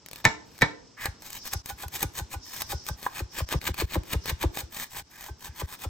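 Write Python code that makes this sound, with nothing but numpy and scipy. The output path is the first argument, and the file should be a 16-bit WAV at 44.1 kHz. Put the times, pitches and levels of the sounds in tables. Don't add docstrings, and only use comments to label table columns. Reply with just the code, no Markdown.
import sys
import numpy as np
from scipy import signal
from scipy.fft import rfft, irfft, next_fast_len
from scipy.io import wavfile
from scipy.ndimage import map_coordinates

SR = 44100
rng = np.random.default_rng(int(sys.argv[2]) if len(sys.argv) > 2 else 0)


def dump_mix(stems):
    frames = np.atleast_2d(stems).T
    limited = np.clip(frames, -1, 1)
    pcm = np.round(limited * 32767).astype(np.int16)
    wavfile.write(sys.argv[1], SR, pcm)


N = 259749

# frequency_hz, level_db
AIR_SPECTRUM = [(15, -31), (28, -25), (45, 0.5), (150, -1), (260, -2.5), (450, -8), (620, -14.5),
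                (950, -11), (1800, -19.5), (3000, -18.5), (5000, -18), (8000, -22), (10000, -61),
                (16000, -52)]
FLESH_SPECTRUM = [(60, 1.5), (250, -6), (520, -9), (680, -7), (980, 0), (1250, -6.5), (1700, -1),
                  (2600, -6), (3600, -3), (4800, -7), (8000, -2.5), (11000, -7), (15500, -0.5)]
THUMP_SPECTRUM = [(15, -20), (35, -26), (47, -2), (62, 5), (80, 2.5), (100, -2.5), (130, -15), (200, -28.5),
                  (400, -65)]
KNOCK_SPECTRUM = [(70, -21), (130, 2.5), (175, 3), (225, -17), (320, 0.5), (400, -8.5), (550, -5.5),
                  (720, -14.5), (1000, -7), (1500, -16.5), (3000, -29), (8000, -61)]
CLACK_SPECTRUM = [(40, 1), (130, 8.5), (300, -0.5), (500, -4), (750, -2), (1200, -5.5), (2000, 1),
                  (2900, -12.5), (3900, -3.5), (5000, -15), (5900, -13), (7000, -25), (15000, -17)]
CRACK_SPECTRUM = [(200, 1), (1000, -34), (2000, 15), (4000, -3), (7500, 2), (15000, -23)]
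BOOM_SPECTRUM = [(15, -61), (45, -41), (130, 3), (280, -4), (500, -16), (900, -13.5), (3000, -60)]
TICK_SPECTRUM = [(1500, -47), (3500, 13), (8000, 16), (15000, 16)]
SNAP_BODY_SPECTRUM = [(100, 0), (900, -5.5), (2200, -4), (4500, -10), (9000, -42)]
SCATTER_SPECTRUM = [(60, -14), (300, -5), (1000, 1), (4500, 3), (9000, -1), (15000, -1)]
KITCHEN_SPECTRUM = [(70, -15.5), (280, -4), (1000, -0.5), (2200, 0.5), (6000, 4.5), (14000, -10.5)]
# frequency_hz, t60_s
CLACK_DECAY = [(80, 0.13), (300, 0.12), (1000, 0.15), (2000, 0.1), (5000, 0.079), (14000, 0.024)]
KITCHEN_DECAY = [(80, 0.17), (280, 0.94), (700, 0.55), (2000, 0.3), (5000, 0.33), (14000, 0.2)]
SCATTER_DECAY = [(100, 0.05), (2000, 0.045), (10000, 0.025)]
# pitch_hz, level_db, t60_s
TAP_MODES = [(556, -1, 0.0084), (864, 0.5, 0.013), (996, 0.5, 0.025), (1290, -4.5, 0.015),
             (1590, 5, 0.0089)]
CHOP_MODES = [(111.7, -25.5, 0.54), (174, -10, 0.15), (300, -13.5, 0.55), (438.6, -9, 0.28),
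              (474, -1, 0.12), (903, -2, 0.23), (1022, -1.5, 0.13), (1334, 4, 0.062), (1580, -0.5, 0.042),
              (1790, 12, 0.086), (1980, 7.5, 0.057), (2120, -15, 0.14), (2252, 9.5, 0.079),
              (2210, -15.5, 0.055), (3880, -15.5, 0.078), (4550, -54, .11), (5270, -27, .13),
              (5320, -10, 0.084)]
HELD_BOARD_MODES = [(820, 2.5, 0.09), (881, -8, 0.39), (1014, -3, .12), (1436, -8, 0.044),
                    (1480, -5.5, 0.16), (1510, -3, 0.47)]
# frequency_hz, lead_rad
PORT_LEAD = [(20, 0), (1400, .25), (3600, 1.2), (5000, 1.1), (6900, 0), (8300, -1.1), (10100, -3.1),
             (13500, -6.3), (15800, -8.4)]
# frequency_hz, level_db
PORT_BALANCE = [(60, 1), (200, 1.2), (480, 1.8), (1300, -1.5), (2400, 2), (4400, 6), (8000, 2), (11000, 0)]
# start_s, length_s, level_db
HISS_SWELLS = [(1.393, 0.2, -45.5), (2.434, 0.5, -46), (3.317, 0.29, -49), (4.229, 0.083, -47)]
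# start_s, recovery_s
DIPS = [(1.624, 0.022), (3.454, 0.022), (3.593, 0.029), (3.723, 0.018), (3.858, 0.062), (5.027, 0.047),
        (5.663, 0.025)]
# start_s, length_s, level_db
BLADE_RUBS = [(0.98, 0.087, -37), (3.127, 0.042, -50), (5.118, 0.13, -52.5), (5.423, 0.335, -57.5)]
# start_s, level_db
KNIFE_TAPS = [(3.0645, -16)]
# start_s, level_db
SKIN_SNAPS = [(0.0616, -26), (0.086, -29.5), (0.1127, -25.5), (0.1318, -22), (0.1588, -24), (0.5794, -31),
              (0.5891, -28), (1.0416, -27), (1.057, -10.5), (1.2217, -27), (1.3035, -22), (1.33, -21),
              (1.4557, -24.5), (1.5354, -9.5), (1.6594, -18.5), (1.882, -24.5), (1.9394, -21.5),
              (2.0292, -5.5), (2.6196, -10.5), (2.8659, -21), (2.8875, -14.5), (3.0288, -21.5),
              (3.489, -23.5), (3.5258, -14.5), (3.6148, -24), (3.641, -23.5), (3.7426, -23),
              (3.7863, -20.5), (4.0346, -32.5), (4.134, -12.5), (4.2573, -17), (4.2823, -20.5),
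              (4.4153, -26.5), (4.5724, -18.5), (4.767, -25.5)]
# start_s, level_db, crack_db, boom_db
HARD_CHOPS = [(0.2521, -14.5, -2.5, -13), (0.62, -16, -7, 4.5)]
# through_s, length_s, crunch_db, landing_db, pitch_hz (None: stops short of the board)
STROKES = [(0.203, 0.086, -45.5, None, None), (0.633, 0.17, -54.5, None, None),
           (1.058, 0.062, -32.5, -27, 485), (1.271, 0.057, -42, None, None),
           (1.376, 0.12, -39.5, None, None), (1.473, 0.029, -32.5, None, None),
           (1.532, 0.021, -33, -25.5, 313), (1.699, 0.034, -31, -34.5, 556),
           (1.833, 0.052, -34.5, -30, 398), (1.961, 0.038, -30.5, None, None),
           (2.027, 0.036, -28, -22.5, 266), (2.191, 0.046, -30.5, -26, 380), (2.336, .025, -33, -29, 300),
           (2.614, 0.16, -36.5, -41, 390), (2.72, 0.033, -29.5, -23, 407), (2.884, 0.033, -37, -23, 490),
           (3.062, 0.078, -38, None, None), (3.194, .11, -28.5, -22.5, 322), (3.395, .075, -24, -20.5, 230),
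           (3.531, 0.058, -24.5, -15.5, 503), (3.677, 0.074, -23.5, -19.5, 327),
           (3.808, 0.06, -23, -18, 453), (3.947, 0.11, -27.5, -15, 520), (4.133, 0.09, -26.5, -17.5, 505),
           (4.298, .06, -23.5, -21, 396), (4.429, 0.045, -24, -15, 580), (4.607, 0.059, -33, -30, 385),
           (4.838, 0.11, -34, None, None), (4.994, 0.076, -35, -40, 354), (5.281, .17, -41.5, -27.5, 387),
           (5.467, 0.063, -37, -34.5, 191), (5.608, 0.051, -37.5, -22.5, 328),
           (5.744, 0.086, -39.5, None, None), (5.84, 0.043, -36, -23.5, 250)]
FOOD_COLUMNS = ("start_s", "swell_db", "treble_db", "board_db", "rub_db", "hollow_db", "snap_body_db")
FOODS = [(0, 11, -2, 0, 1.5, 1, -7), (1.2, 15.5, 1.5, -1, 0, 5.5, -9.5), (3.1, 29, -5, -5.5, 0, -6.5, -1.5),
         (4.5, 9.5, 1, -1, 0.5, -3.5, 0), (5.05, 15, 2, 2, 1.5, -1.5, -13)]


def amp(db):
    return 10 ** (np.asarray(db) / 20)


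def unit(x):
    return x / np.sqrt(np.mean(x ** 2) + 1e-20)


def along(points, hz):
    frequencies, values = np.transpose(points)
    return np.interp(np.log(hz + 1), np.log(frequencies + 1), values)


def peak(hz, centre_hz, width_hz):
    return 1 / (1 + (2 * (hz - centre_hz) / width_hz) ** 2)


def ripple(hz, count):
    return np.interp(np.sqrt(hz), np.linspace(0, np.sqrt(SR / 2), count), rng.standard_normal(count))


def wobble(rate):
    return map_coordinates(rng.standard_normal(int(N * rate / SR) + 4), [np.arange(N) * rate / SR])


def filtered(x, response):
    length = x.shape[-1]
    size = next_fast_len(length + SR // 4)
    return irfft(rfft(x, size) * response(np.fft.rfftfreq(size, 1 / SR)), size)[..., :length]


def coloured(x, spectrum, size=4096):
    cepstrum = irfft(np.log(amp(along(spectrum, np.fft.rfftfreq(size, 1 / SR)))))
    cepstrum[1:size // 2] *= 2
    cepstrum[size // 2 + 1:] = 0
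    response = irfft(np.exp(rfft(cepstrum)))
    return signal.fftconvolve(x, response / np.linalg.norm(response))[:len(x)]


def dying_noise(decay):
    hz, t, bands = signal.stft(rng.standard_normal(SR // 2), SR, nperseg=256)
    fade = amp(-60 * t / along(decay, hz)[:, None])
    return signal.istft(bands * fade, SR, nperseg=256)[1][:SR // 2]


def ring(modes, t):
    return sum(rng.choice([-1, 1]) * amp(db + rng.normal() - 60 * t / t60) * np.sin(2 * np.pi * hz * t)
               for hz, db, t60 in modes)


def bending_wave(spectrum, spread, pitch_hz, lift_db=5):
    hz = np.fft.rfftfreq(SR // 2, 1 / SR)
    strength = amp(along(spectrum, hz) + lift_db * peak(hz, pitch_hz, pitch_hz / 2))
    travel = np.exp(-4j * np.pi * spread * np.sqrt(hz))
    wave = irfft(strength * travel)[:SR // 4]
    return wave / abs(wave).max()


def add(track, start_s, sound):
    start = max(round(start_s * SR), 0)
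    track[start:start + len(sound)] += sound[:max(N - start, 0)]


def food_at(time_s):
    return [dict(zip(FOOD_COLUMNS, row)) for row in FOODS if row[0] <= time_s][-1]


def room_air(level_db=-58):
    shared = coloured(rng.standard_normal(N), AIR_SPECTRUM)
    separate = np.array([coloured(rng.standard_normal(N), AIR_SPECTRUM) for _ in range(2)])
    return unit(shared + 0.38 * separate) * amp(level_db + 1.4 * wobble(2.4))


def hiss(centre_hz=5400, width_hz=1300, floor_db=-59.5, trim_db=-2, fade_s=0.036):
    band = filtered(rng.standard_normal((2, N)), lambda hz: peak(hz, centre_hz, width_hz))
    t, level = np.arange(N) / SR, amp(floor_db)
    for start_s, length_s, level_db in HISS_SWELLS:
        swell = np.interp(t - start_s, [-fade_s, 0, length_s, length_s + fade_s], [0, 1, 1, 0])
        level = np.maximum(level, amp(level_db) * swell)
    return unit(band) * level * amp(trim_db + 1.36 * wobble(120))


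def reflections(x, decay, spectrum, delay_s):
    tails = [coloured(dying_noise(decay), spectrum) for _ in range(2)]
    late = np.pad(x, (round(delay_s * SR), 0))
    return np.array([signal.fftconvolve(late, tail / np.linalg.norm(tail))[:N] for tail in tails])


def microphone_ports(x):
    def response(hz):
        left = amp(along(PORT_BALANCE, hz) / 2) * np.exp(0.5j * along(PORT_LEAD, hz))
        return np.array([left, 1 / left])
    return filtered(x, response)


def level_dips(depth_db=-13, fall_s=0.0024):
    t = np.arange(N) / SR
    return amp(sum(np.interp(t - start_s, [-fall_s, 0, recovery_s], [0, depth_db, 0])
                   for start_s, recovery_s in DIPS))


def blade_rubs(blade_hz=1830, width_hz=750, swell_db=10, fade_s=0.015):
    t, pressure = np.arange(N) / SR, np.zeros(N)
    flutter = amp(2 * wobble(45))
    rasp = filtered(rng.standard_normal(N), lambda hz: peak(hz, blade_hz, width_hz))
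    for start_s, length_s, level_db in BLADE_RUBS:
        knots_s = [-fade_s, 0, length_s, length_s + fade_s]
        pressure += amp(level_db) * np.interp(t - start_s, knots_s, [0, amp(-swell_db), 1, 0])
    return unit(rasp * flutter) * pressure


def knife_taps(attack_s=0.00127):
    track, t = np.zeros(N), np.arange(SR // 8) / SR
    knock = sum(amp(db - 60 * t / t60) * np.sin(2 * np.pi * hz * t) for hz, db, t60 in TAP_MODES)
    knock *= 1 - np.exp(-t / attack_s)
    for start_s, level_db in KNIFE_TAPS:
        add(track, start_s, amp(level_db) * knock / abs(knock).max())
    return track


def snaps(t60_s=0.012, tick_db=-8, body_db=-6, fibre_db=6, scatter_db=3):
    track, t = np.zeros(N), np.arange(SR // 16) / SR
    fibres = []
    for through_s, length_s, crunch_db, _, _ in STROKES:
        for early in rng.random(size=3):
            level_db = crunch_db + fibre_db - early * food_at(through_s)["swell_db"]
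            fibres.append((through_s - early * length_s, level_db + scatter_db * rng.uniform(-1.08, 1)))
    for start_s, level_db in fibres + SKIN_SNAPS:
        tick, body = rng.standard_normal((2, len(t))) * amp(level_db - 60 * t / t60_s)
        tick = amp(tick_db) * coloured(tick, TICK_SPECTRUM)
        body = amp(body_db + food_at(start_s)["snap_body_db"]) * coloured(body, SNAP_BODY_SPECTRUM)
        add(track, start_s, tick + body)
    return track


def landings(firm_db=-19.5, knock_db=-29, ring_db=-41, thump_db=-2, rattle_t60_s=0.05, hand_t60_s=0.18,
             settle_s=0.0103, rebound_s=0.033, rebound_db=-13, hold_s=0.05, damp_s=0.027):
    track, t = np.zeros(N), np.arange(SR // 4) / SR
    pressed = np.interp(t, [hold_s, hold_s + damp_s], [1, 0])
    for through_s, _, _, landing_db, pitch_hz in STROKES:
        if landing_db is None:
            continue
        force_db = landing_db - firm_db
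        knock = bending_wave(KNOCK_SPECTRUM, spread=0.28, pitch_hz=pitch_hz)
        paths = rng.standard_normal(len(t)) * amp(-60 * t / rattle_t60_s)
        rattle = signal.fftconvolve(knock, paths / np.linalg.norm(paths))[:len(t)]
        knock_gain = amp(knock_db + 1.55 * force_db)
        add(track, through_s, knock_gain * pressed * (knock + amp(1) * rattle))

        grip = 1 + 0.04 * rng.normal()
        hollow_db = ring_db + food_at(through_s)["hollow_db"] + 0.21 * force_db
        hollow = amp(hollow_db - 60 * t / hand_t60_s) * ring(HELD_BOARD_MODES, grip * t)
        add(track, through_s + 0.003956, pressed * hollow)

        thump = bending_wave(THUMP_SPECTRUM, spread=0.225, pitch_hz=pitch_hz)
        thump = amp(landing_db + thump_db) * filtered(thump, lambda hz: amp(2 * ripple(hz, count=90)))
        rock_back = np.interp(t - rebound_s * rng.uniform(0.73, 1.14), t, thump, left=0)
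        add(track, through_s + settle_s, pressed * (thump + amp(rebound_db) * rock_back))
    return track


def crunch(clumps_per_s=2400, juice_db=-4, onset_s=0.06, release_s=0.064, split_hz=4000,
           body_db=-5.5, treble_db=-1, board_hz=920, rub_hz=1900):
    t, track = np.arange(N) / SR, np.zeros(N)
    sizes = amp(4 * np.minimum(rng.exponential(size=N), 3)) * rng.choice([-1, 1], N)
    clumps = unit(sizes * (rng.random(N) < clumps_per_s / SR))
    juice = amp(juice_db) * rng.standard_normal(N)
    flicker = amp(2.2 * np.minimum(wobble(280), 1.8) + 1.5 * wobble(110))
    grain = coloured((clumps + juice) * flicker, FLESH_SPECTRUM)
    lows = filtered(grain, lambda hz: 1 / (1 + (hz / split_hz) ** 4))
    body, treble = amp(body_db) * unit(lows), amp(treble_db) * unit(grain - lows)
    for through_s, length_s, crunch_db, _, _ in STROKES:
        food = food_at(through_s)
        knots_s = through_s + np.array([-length_s - onset_s, -length_s, 0, release_s])
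        span = slice(max(round(knots_s[0] * SR), 0), round(knots_s[-1] * SR))
        pressure_db = np.interp(t[span], knots_s, [-food["swell_db"] - 53, -food["swell_db"], 0, -57])
        stroke = amp(crunch_db + pressure_db) * (body[span] + amp(food["treble_db"]) * treble[span])

        def colour(hz):
            board_db = food["board_db"] * peak(hz, board_hz, width_hz=680)
            blade_db = food["rub_db"] * peak(hz, rub_hz, width_hz=1080)
            return amp(board_db + blade_db + 2 * ripple(hz, count=70))
        add(track, knots_s[0], filtered(stroke, colour))
    return track


def hard_chops(ring_db=-9, clack_db=-1, crack_t60_s=0.011, split_s=0.0095, split_db=-12):
    track, t = np.zeros(N), np.arange(SR // 2) / SR
    boom = amp(-3) * bending_wave(BOOM_SPECTRUM, spread=0.137, pitch_hz=520, lift_db=10)
    for start_s, level_db, crack_db, boom_db in HARD_CHOPS:
        impact = 4 * (t == 0) + rng.standard_normal(len(t)) * amp(-60 * t / crack_t60_s)
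        crack = amp(crack_db + 6) * coloured(impact, CRACK_SPECTRUM)
        clack = amp(clack_db) * coloured(dying_noise(CLACK_DECAY), CLACK_SPECTRUM)
        ringing = amp(ring_db) * ring(CHOP_MODES, t)
        add(track, start_s, amp(level_db) * (crack + clack + ringing))
        add(track, start_s, amp(level_db + boom_db) * boom)
        split = coloured(rng.standard_normal(len(t)) * (t < split_s), CLACK_SPECTRUM)
        add(track, start_s - split_s, amp(level_db + split_db) * split)
    return track


def scene(scatter_db=-7.5):
    slicing = crunch() + blade_rubs() + snaps() + landings() + knife_taps()
    chops = hard_chops()
    direct = slicing + chops
    scatter = reflections(direct, SCATTER_DECAY, SCATTER_SPECTRUM, delay_s=0.0005)
    into_kitchen = amp(-16.5) * slicing + amp(-14) * chops
    kitchen = reflections(into_kitchen, KITCHEN_DECAY, KITCHEN_SPECTRUM, delay_s=0.008)
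    background = room_air() + hiss()
    return level_dips() * (microphone_ports(direct) + amp(scatter_db) * scatter + kitchen + background)


def record(dry):
    limit_hz = 15900
    return filtered(np.clip(dry, -1, 1), lambda hz: 1 / (1 + (hz / limit_hz) ** 150))


dry = scene()
out = record(dry)
dump_mix(out)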